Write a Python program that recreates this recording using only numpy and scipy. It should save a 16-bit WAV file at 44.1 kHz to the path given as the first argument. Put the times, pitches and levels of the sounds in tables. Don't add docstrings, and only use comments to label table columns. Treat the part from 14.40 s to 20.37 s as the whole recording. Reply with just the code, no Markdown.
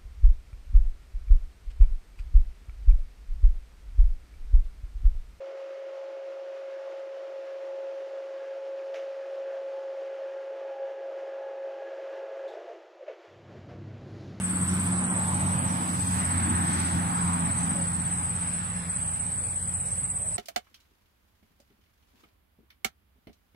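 import sys
import numpy as np
from scipy import signal
from scipy.fft import rfft, irfft
from scipy.io import wavfile
from scipy.ndimage import uniform_filter1d

SR = 44100
rng = np.random.default_rng(int(sys.argv[2]) if len(sys.argv) > 2 else 0)


def invert_db(x):
    u = np.asarray(x, float) / 20
    return 10 ** u


def digitize_waveform(pressure):
    field = np.atleast_2d(pressure).T
    bounded = np.clip(field, -1, 1)
    quanta = np.round(bounded * 32767).astype(np.int16)
    wavfile.write(sys.argv[1], SR, quanta)


N = 263277
T = np.arange(N) / SR

# top_pitch_hz, chirps_per_s
CRICKETS = [(8190, 16.64), (8035, 17.3), (8040, 16.2), (8075, 15.1), (7865, 15.55), (8305, 16.65),
            (7790, 15.3), (7562, 32.)]
# first_chirp_middle_s, end_s
PHRASES = [
    [(.047, 1.28), (1.618, 2.55), (2.761, 4.17), (4.506, 6.)],
    [(.045, .33), (.562, 2.87), (3.043, 4.4), (4.541, 6.)],
    [(-.01, 1.33), (1.44, 2.85), (3.057, 4.4), (4.5, 5.6)],
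    [(.02, .9), (1.15, 2.5), (2.6, 3.9), (4.1, 6.)],
    [(.048, .95), (1.4, 2.3), (2.75, 3.4), (3.61, 4.35), (4.837, 5.7)],
    [(.052, 3.3), (3.6, 4.3), (4.51, 6.)],
    [(.048, .95), (1.7, 2.1), (2.76, 3.4), (3.6, 4.3), (4.517, 6.)],
    [(.065, .93), (1.245, 2.1), (2.47, 3.08), (3.42, 3.97), (4.2, 4.78), (4.95, 6.)],
]
# left_db, right_db, left_lag_ms, scattered_db
PERCHES = [(-25.5, -27, 0.3376, -5.5), (-31, -28, 0.308, -3), (-32.5, -38.5, -0.189, -6.5),
           (-36.5, -38.5, -0.107, 3.5), (-37.5, -39, -0.313, 0), (-55, -32.5, 0.424, -3),
           (-45.5, -53, 0.079, 10), (-52, -50, 0.135, -4.5)]
# time_from_middle_s, share_of_top_pitch, level_db
WING_STROKE = [(-.017, .978, -24), (-.012, .990, -7), (-.008, .999, -1.5), (.004, 1.001, -.5),
               (.009, .985, -4), (.016, .968, -20)]
# clicks_per_s, throbs_per_s, throb_depth_db, left_db, right_db
KATYDIDS = [(90., 9.15, 2.5, -12, -2), (130., 7.6, 1.5, -9, -2), (119., 11.3, .8, -5, -6),
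            (170., 13.1, .6, -4, -8)]
# pitch_hz, level_db_per_hz
WING_TONE = [(7000, -74), (7500, -21), (7900, 3.5), (8500, -3.5), (9100, 2), (9450, 2), (9600, 9),
             (9700, 4.5), (9850, -2.5), (10150, -4), (10500, -15.5), (10800, -38), (12500, -36)]
# time_s, pitch_hz
ENGINE_PITCH = [(0, 91), (.7, 91), (1.3, 90.7), (2.0, 88.7), (3.0, 87.03), (4.5, 87.3), (5.97, 87.37)]
# multiple_of_pitch, level_db, share_of_fade, flutter_db
FIRING_ORDERS = [(1, -35, 0.74, 2.5), (2, -32, 1.23, 2.5)]
# time_s, level_db
PUMP_HUM = [(0, -62), (3.0, -58), (3.5, -53), (4.5, -51), (5.97, -51)]
# time_s, level_db
NEARNESS = [(0, -4), (.5, -1.5), (1.2, -2), (1.6, -1.5), (2.1, 0.5), (2.9, -2), (3.3, -3), (3.6, -6),
            (4.2, -9.5), (4.7, -11.5), (5.3, -14), (5.97, -17)]
# time_s, lag_ms
LEFT_LAG = [(0, .13), (.75, 0.23), (1.25, 0.38), (1.75, .43), (2.5, 0.46), (5.97, 0.4)]
# pitch_hz, level_db_per_hz
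ROAD_AND_AIR_TONE = [(40, -55), (68, -16), (105, -1.5), (140, -1.5), (260, -3.5), (340, -11.5), (420, -15),
                     (600, -20), (850, -8.5), (1300, -13), (2100, -20.5), (2800, -26), (5000, -32), (6600, -34.5),
                     (6700, -28), (6950, -50), (7400, -54), (10500, -32), (11600, -35.5), (12800, -38.5),
            (14000, -41), (15200, -45), (15600, -70)]
# pitch_hz, share
FADE_SHARE = [(100, 0.23), (250, 1.3), (470, 0.21), (800, 0.88), (1800, 0.76), (4500, 0.55), (12000, 0.45)]
# pitch_hz, likeness
EAR_LIKENESS = [(60, .99), (250, .98), (420, .8), (900, .82), (1800, .55), (3500, .3), (7000, .12)]
# pitch_hz, difference_db
EAR_BALANCE = [(60, -9), (180, 2), (540, -2.5), (1640, -1), (4920, -0.5), (14800, -5)]
# time_s, edge_hz
RUMBLE_EDGE = [(0, 358), (1.45, 355), (1.65, 264), (1.9, 287), (2.1, 405), (2.6, 343), (2.9, 285),
               (3.2, 290), (3.35, 323), (3.6, 313), (4.2, 270.8), (5.97, 278)]
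# middle_s, length_s, centre_hz, width_octaves, level_db
PUFFS = [(0.036, 0.28, 72, 0.5, -7), (1.1, 0.24, 130, 0.35, 9), (1.38, 0.068, 120, 0.7, -5.5),
         (2.11, 0.13, 88, 0.29, 3.5), (0.68, .12, 82, 0.17, -22.5), (0.49, 0.36, 179.3, 0.1, 5.5),
         (1.93, 0.88, 169.6, 0.1, -10.5), (2.9, 0.79, 175, 0.39, 3.5), (4.35, 0.26, 177, 0.13, 7),
         (0.1, 0.94, 835, 0.69, -9), (1.08, 0.9, 530, 0.92, 5), (1.65, 0.11, 600, 1.2, -4),
         (2.85, 0.25, 1030, 0.79, 6), (3.4, 0.086, 556, 0.17, 19), (0.47, 1, 2600, 1.5, 0.5),
         (1.63, 0.17, 1900, 2.1, -3), (2.2, 0.36, 1540, 0.53, 4), (4.27, 0.53, 2200, 1.5, 3.5),
         (0.71, 0.21, 4500, 0.69, -3), (1.656, 0.29, 6200, 1.8, 5), (2.42, 0.24, 5600, 1.7, 5),
         (4.4, 1, 10500, .4, -8.5), (0.62, 0.28, 11700, 0.72, -5), (3.0, 0.98, 12500, .5, -2)]
# time_s, pitch_hz, level_db
WHISTLES = [
    [(4.03, 5200, -62.5), (4.12, 5305, -61), (4.2, 5430, -60), (4.3, 5400, -70)],
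    [(4.34, 5060, -58.5), (4.4, 5300, -60), (4.45, 5400, -70), (4.6, 5330, -70)],
    [(5.895, 5050, -82), (5.925, 5070, -56), (5.945, 5100, -64), (5.97, 5180, -56)],
    [(.19, 13400, -113), (.215, 13800, -70), (.24, 13500, -75.5), (.275, 14050, -68), (.3, 13600, -65),
     (.36, 13800, -54), (.43, 13800, -53), (.49, 13100, -73.5)],
]
# start_s, length_s, centre_hz, width_hz, level_db
PEEPS = [
    (.27, .06, 5750, 700, -52.5),
    (1.04, .05, 5600, 1200, -57),
    (1.25, .08, 5750, 600, -53.5),
    (3.15, .1, 6150, 500, -53.5),
    (5.41, .16, 5850, 900, -59.5),
    (1.725, .05, 12600, 3200, -55),
    (.87, .03, 11700, 700, -59),
    (5.75, .22, 640, 220, -53),
]
# pitch_hz, share
GATE_SHUT = [(1800, 0), (5200, .24), (6700, .42), (7250, .92), (7550, 0), (10400, 0), (11100, .55),
             (15000, .48)]


def evened(x):
    return x / np.sqrt(np.mean(x ** 2) + 1e-20)


def columns(rows, t):
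    s, *values = np.transpose(rows)
    return [np.interp(t, s, v) for v in values]


def read(points, hz):
    f, value = np.transpose(points)
    return np.interp(np.log(hz + 1), np.log(f + 1), value)


def add(mix, start_s, sound):
    at = round(start_s * SR)
    part = mix[..., max(at, 0):max(at + sound.shape[-1], 0)]
    part += sound[..., max(-at, 0):][..., :part.shape[-1]]


def resonate(x, hz, width_hz):
    turn = np.exp(2j * np.pi * np.cumsum(hz * np.ones(len(x))) / SR)
    r = np.exp(-np.pi * width_hz / SR)
    smoothed = signal.lfilter([(1 - r) ** 2], np.convolve([1, -r], [1, -r]), x / turn)
    return 2 * (turn * smoothed).real


def scattered(x, t60):
    t = np.arange(SR // 3) / SR
    tails = rng.standard_normal((3, 2, len(t))) * invert_db(-60 * t / t60) * np.clip(t / 0.008, 0, 1)
    tails /= np.linalg.norm(tails, axis=2, keepdims=True)
    out = 0
    for k, tail in enumerate(tails):
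        turn = np.sqrt(2 / 3) * np.cos(2 * np.pi * (.8 * T + k / 3))
        out = out + signal.oaconvolve(x * turn, tail, axes=1)[:, :N]
    return out


def crickets():
    near, far = np.zeros((2, N)), np.zeros((2, N))
    t = np.arange(WING_STROKE[0][0], WING_STROKE[-1][0], 1 / SR)
    share, stroke_db = columns(WING_STROKE, t)
    loudness = invert_db(stroke_db) * signal.windows.tukey(len(t), .25)
    for (hz, rate), (left_db, right_db, lag_ms, wet_db), phrases in zip(CRICKETS, PERCHES, PHRASES):
        ears_db = np.array([[left_db], [right_db]])
        far_db = .5 * (ears_db + ears_db.mean()) + wet_db
        lag_turns = np.array([[lag_ms * hz / 1000], [0]])
        chance = rng.standard_normal((len(phrases), 80, 5))
        for (first, end), draws in zip(phrases, chance):
            for s, (early, bend, phase, left, right) in zip(np.arange(first, end, 1 / rate), draws):
                turns = np.cumsum(hz * share * (1 + .0015 * bend)) / SR + 3 * phase
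                chirp = loudness * np.sin(2 * np.pi * (turns - lag_turns))
                start_s = s + t[0] + .0015 * early
                wander_db = 0.93 * np.array([[left], [right]])
                add(near, start_s, invert_db(ears_db + wander_db) * chirp)
                add(far, start_s, invert_db(far_db) * chirp)
    return near + scattered(far, t60=.33)


def katydids():
    out = np.zeros((2, N))
    for rate, throb, depth_db, left_db, right_db in KATYDIDS:
        uneven = evened(uniform_filter1d(rng.standard_normal(N), size=300))
        turns = np.cumsum(rate * (1 + 0.27 * uneven)) / SR
        scrape = np.exp(-(turns % 1) / 1.1) * rng.standard_normal(N)
        scrape *= invert_db(depth_db * np.sin(2 * np.pi * (throb * T + rng.random())))
        out += invert_db(np.array([[left_db], [right_db]])) * scrape
    out += invert_db(-4.) * scattered(out, t60=.09)
    hz = np.fft.rfftfreq(N, 1 / SR)
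    peaky = np.array([[.8], [1.05]])
    out = irfft(rfft(out) * invert_db(peaky * read(WING_TONE, hz)), N)
    return invert_db(-40.5) * evened(out)


def breeze_db(hz, t):
    total_db = 0
    for middle_s, length_s, mid_hz, octaves, db in PUFFS:
        away_s = (t - middle_s) / length_s
        away_pitch = np.log2((hz + 1) / mid_hz) / octaves
        total_db = total_db + db * np.exp(-away_s ** 2 * 2 - away_pitch ** 2 * 2)
    return total_db


def engine():
    out = np.zeros((2, N))
    (hz,), (lag_ms,), (near_db,) = columns(ENGINE_PITCH, T), columns(LEFT_LAG, T), columns(NEARNESS, T)
    chance = [evened(v) for v in uniform_filter1d(rng.standard_normal((5, N)), size=6000, axis=1)]
    levels_db = []
    for (k, db, share, flutter_db), flutter in zip(FIRING_ORDERS, chance[3:]):
        levels_db.append(db + share * near_db + breeze_db(k * hz, T) + flutter_db * flutter)
    levels_db += columns(PUMP_HUM, T)
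    pitches = [hz, 2 * hz, 57.0 + 0 * hz]
    sways = [.72, .7, .25]
    for tone_hz, level_db, sway, wander in zip(pitches, levels_db, sways, chance):
        angle = 2 * np.pi * np.cumsum(tone_hz) / SR + sway * wander
        delay = 2 * np.pi * tone_hz * lag_ms / 1000 * np.array([[.75], [0]])
        out += np.sqrt(2) * invert_db(level_db) * np.sin(angle - delay)
    return out


def road():
    frames, bins_hz = N // 512 + 5, np.fft.rfftfreq(2048, 1 / SR)
    t, hz = np.arange(frames) * 512 / SR, bins_hz[:, None]
    a, b, c, d, patches = rng.standard_normal((frames, 1025, 5)).T
    patches = uniform_filter1d(uniform_filter1d(patches, size=12, axis=0), size=10, axis=1)
    patches_db = 1.26 * evened(patches)
    swing_db = read(FADE_SHARE, hz) * columns(NEARNESS, t)[0] + breeze_db(hz, t)
    alike = np.clip(read(EAR_LIKENESS, hz), 0, 1)
    right, own = a + 1j * b, c + 1j * d
    late = np.exp(-2j * np.pi * hz * columns(LEFT_LAG, t)[0] / 1000)
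    z = np.array([alike * late * right + np.sqrt(1 - alike ** 2) * own, right])
    tilt_db = read(EAR_BALANCE, hz) * np.array([.5, -.5])[:, None, None]
    above = np.clip(np.log(hz / columns(RUMBLE_EDGE, t)[0] + 1e-9) / 0.03, 0, 1)
    tilt_db = tilt_db - 8.25 * above * np.clip((560 - hz) / 120, 0, 1)
    z *= invert_db(read(ROAD_AND_AIR_TONE, hz) + swing_db + patches_db + tilt_db)
    return invert_db(-33.0) * evened(signal.istft(z, nperseg=2048, noverlap=1536)[1][:, :N])


def birds():
    out = np.zeros((2, N))
    for rows in WHISTLES:
        start_s, end_s = rows[0][0], rows[-1][0]
        hz, level_db = columns(rows, np.arange(start_s, end_s, 1 / SR))
        tone = invert_db(level_db - 1) * np.sin(2 * np.pi * np.cumsum(hz) / SR)
        add(out, start_s, tone * signal.windows.tukey(len(hz), .1) * np.ones((2, 1)))
    for start_s, length_s, hz, width_hz, level_db in PEEPS:
        breath = rng.standard_normal((2, 9000))
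        breathy = np.array([evened(resonate(v, hz, width_hz)) for v in breath])
        shape = np.hanning(min(round(length_s * SR), 9000))
        add(out, start_s, invert_db(level_db) * breathy[:, :len(shape)] * shape)
    return out + invert_db(2.0) * scattered(out, t60=0.39)


def gated(x):
    hz, t, z = signal.stft(x, SR, nperseg=1024, noverlap=768)
    power = (abs(z) ** 2).sum(0)
    power = uniform_filter1d(uniform_filter1d(power, size=4, axis=0), size=6, axis=1)
    slow = uniform_filter1d(power, size=100, axis=1) + 1e-20
    power = power / slow ** .85
    rank = power.argsort(1).argsort(1) / len(t)
    gain = np.where(rank < read(GATE_SHUT, hz)[:, None], invert_db(-30), 1)
    return signal.istft(z * gain, SR, nperseg=1024, noverlap=768)[1][:, :N]


def scene():
    return crickets() + katydids() + engine() + road() + birds()


def roll_off(x):
    return signal.sosfilt(signal.butter(12, 15420, fs=SR, output="sos"), x)


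def record(dry):
    bass_cut = signal.butter(4, 42., "highpass", fs=SR, output="sos")
    mix = gated(signal.sosfilt(bass_cut, dry))
    return roll_off(mix)


dry = scene()
out = record(dry)
digitize_waveform(out)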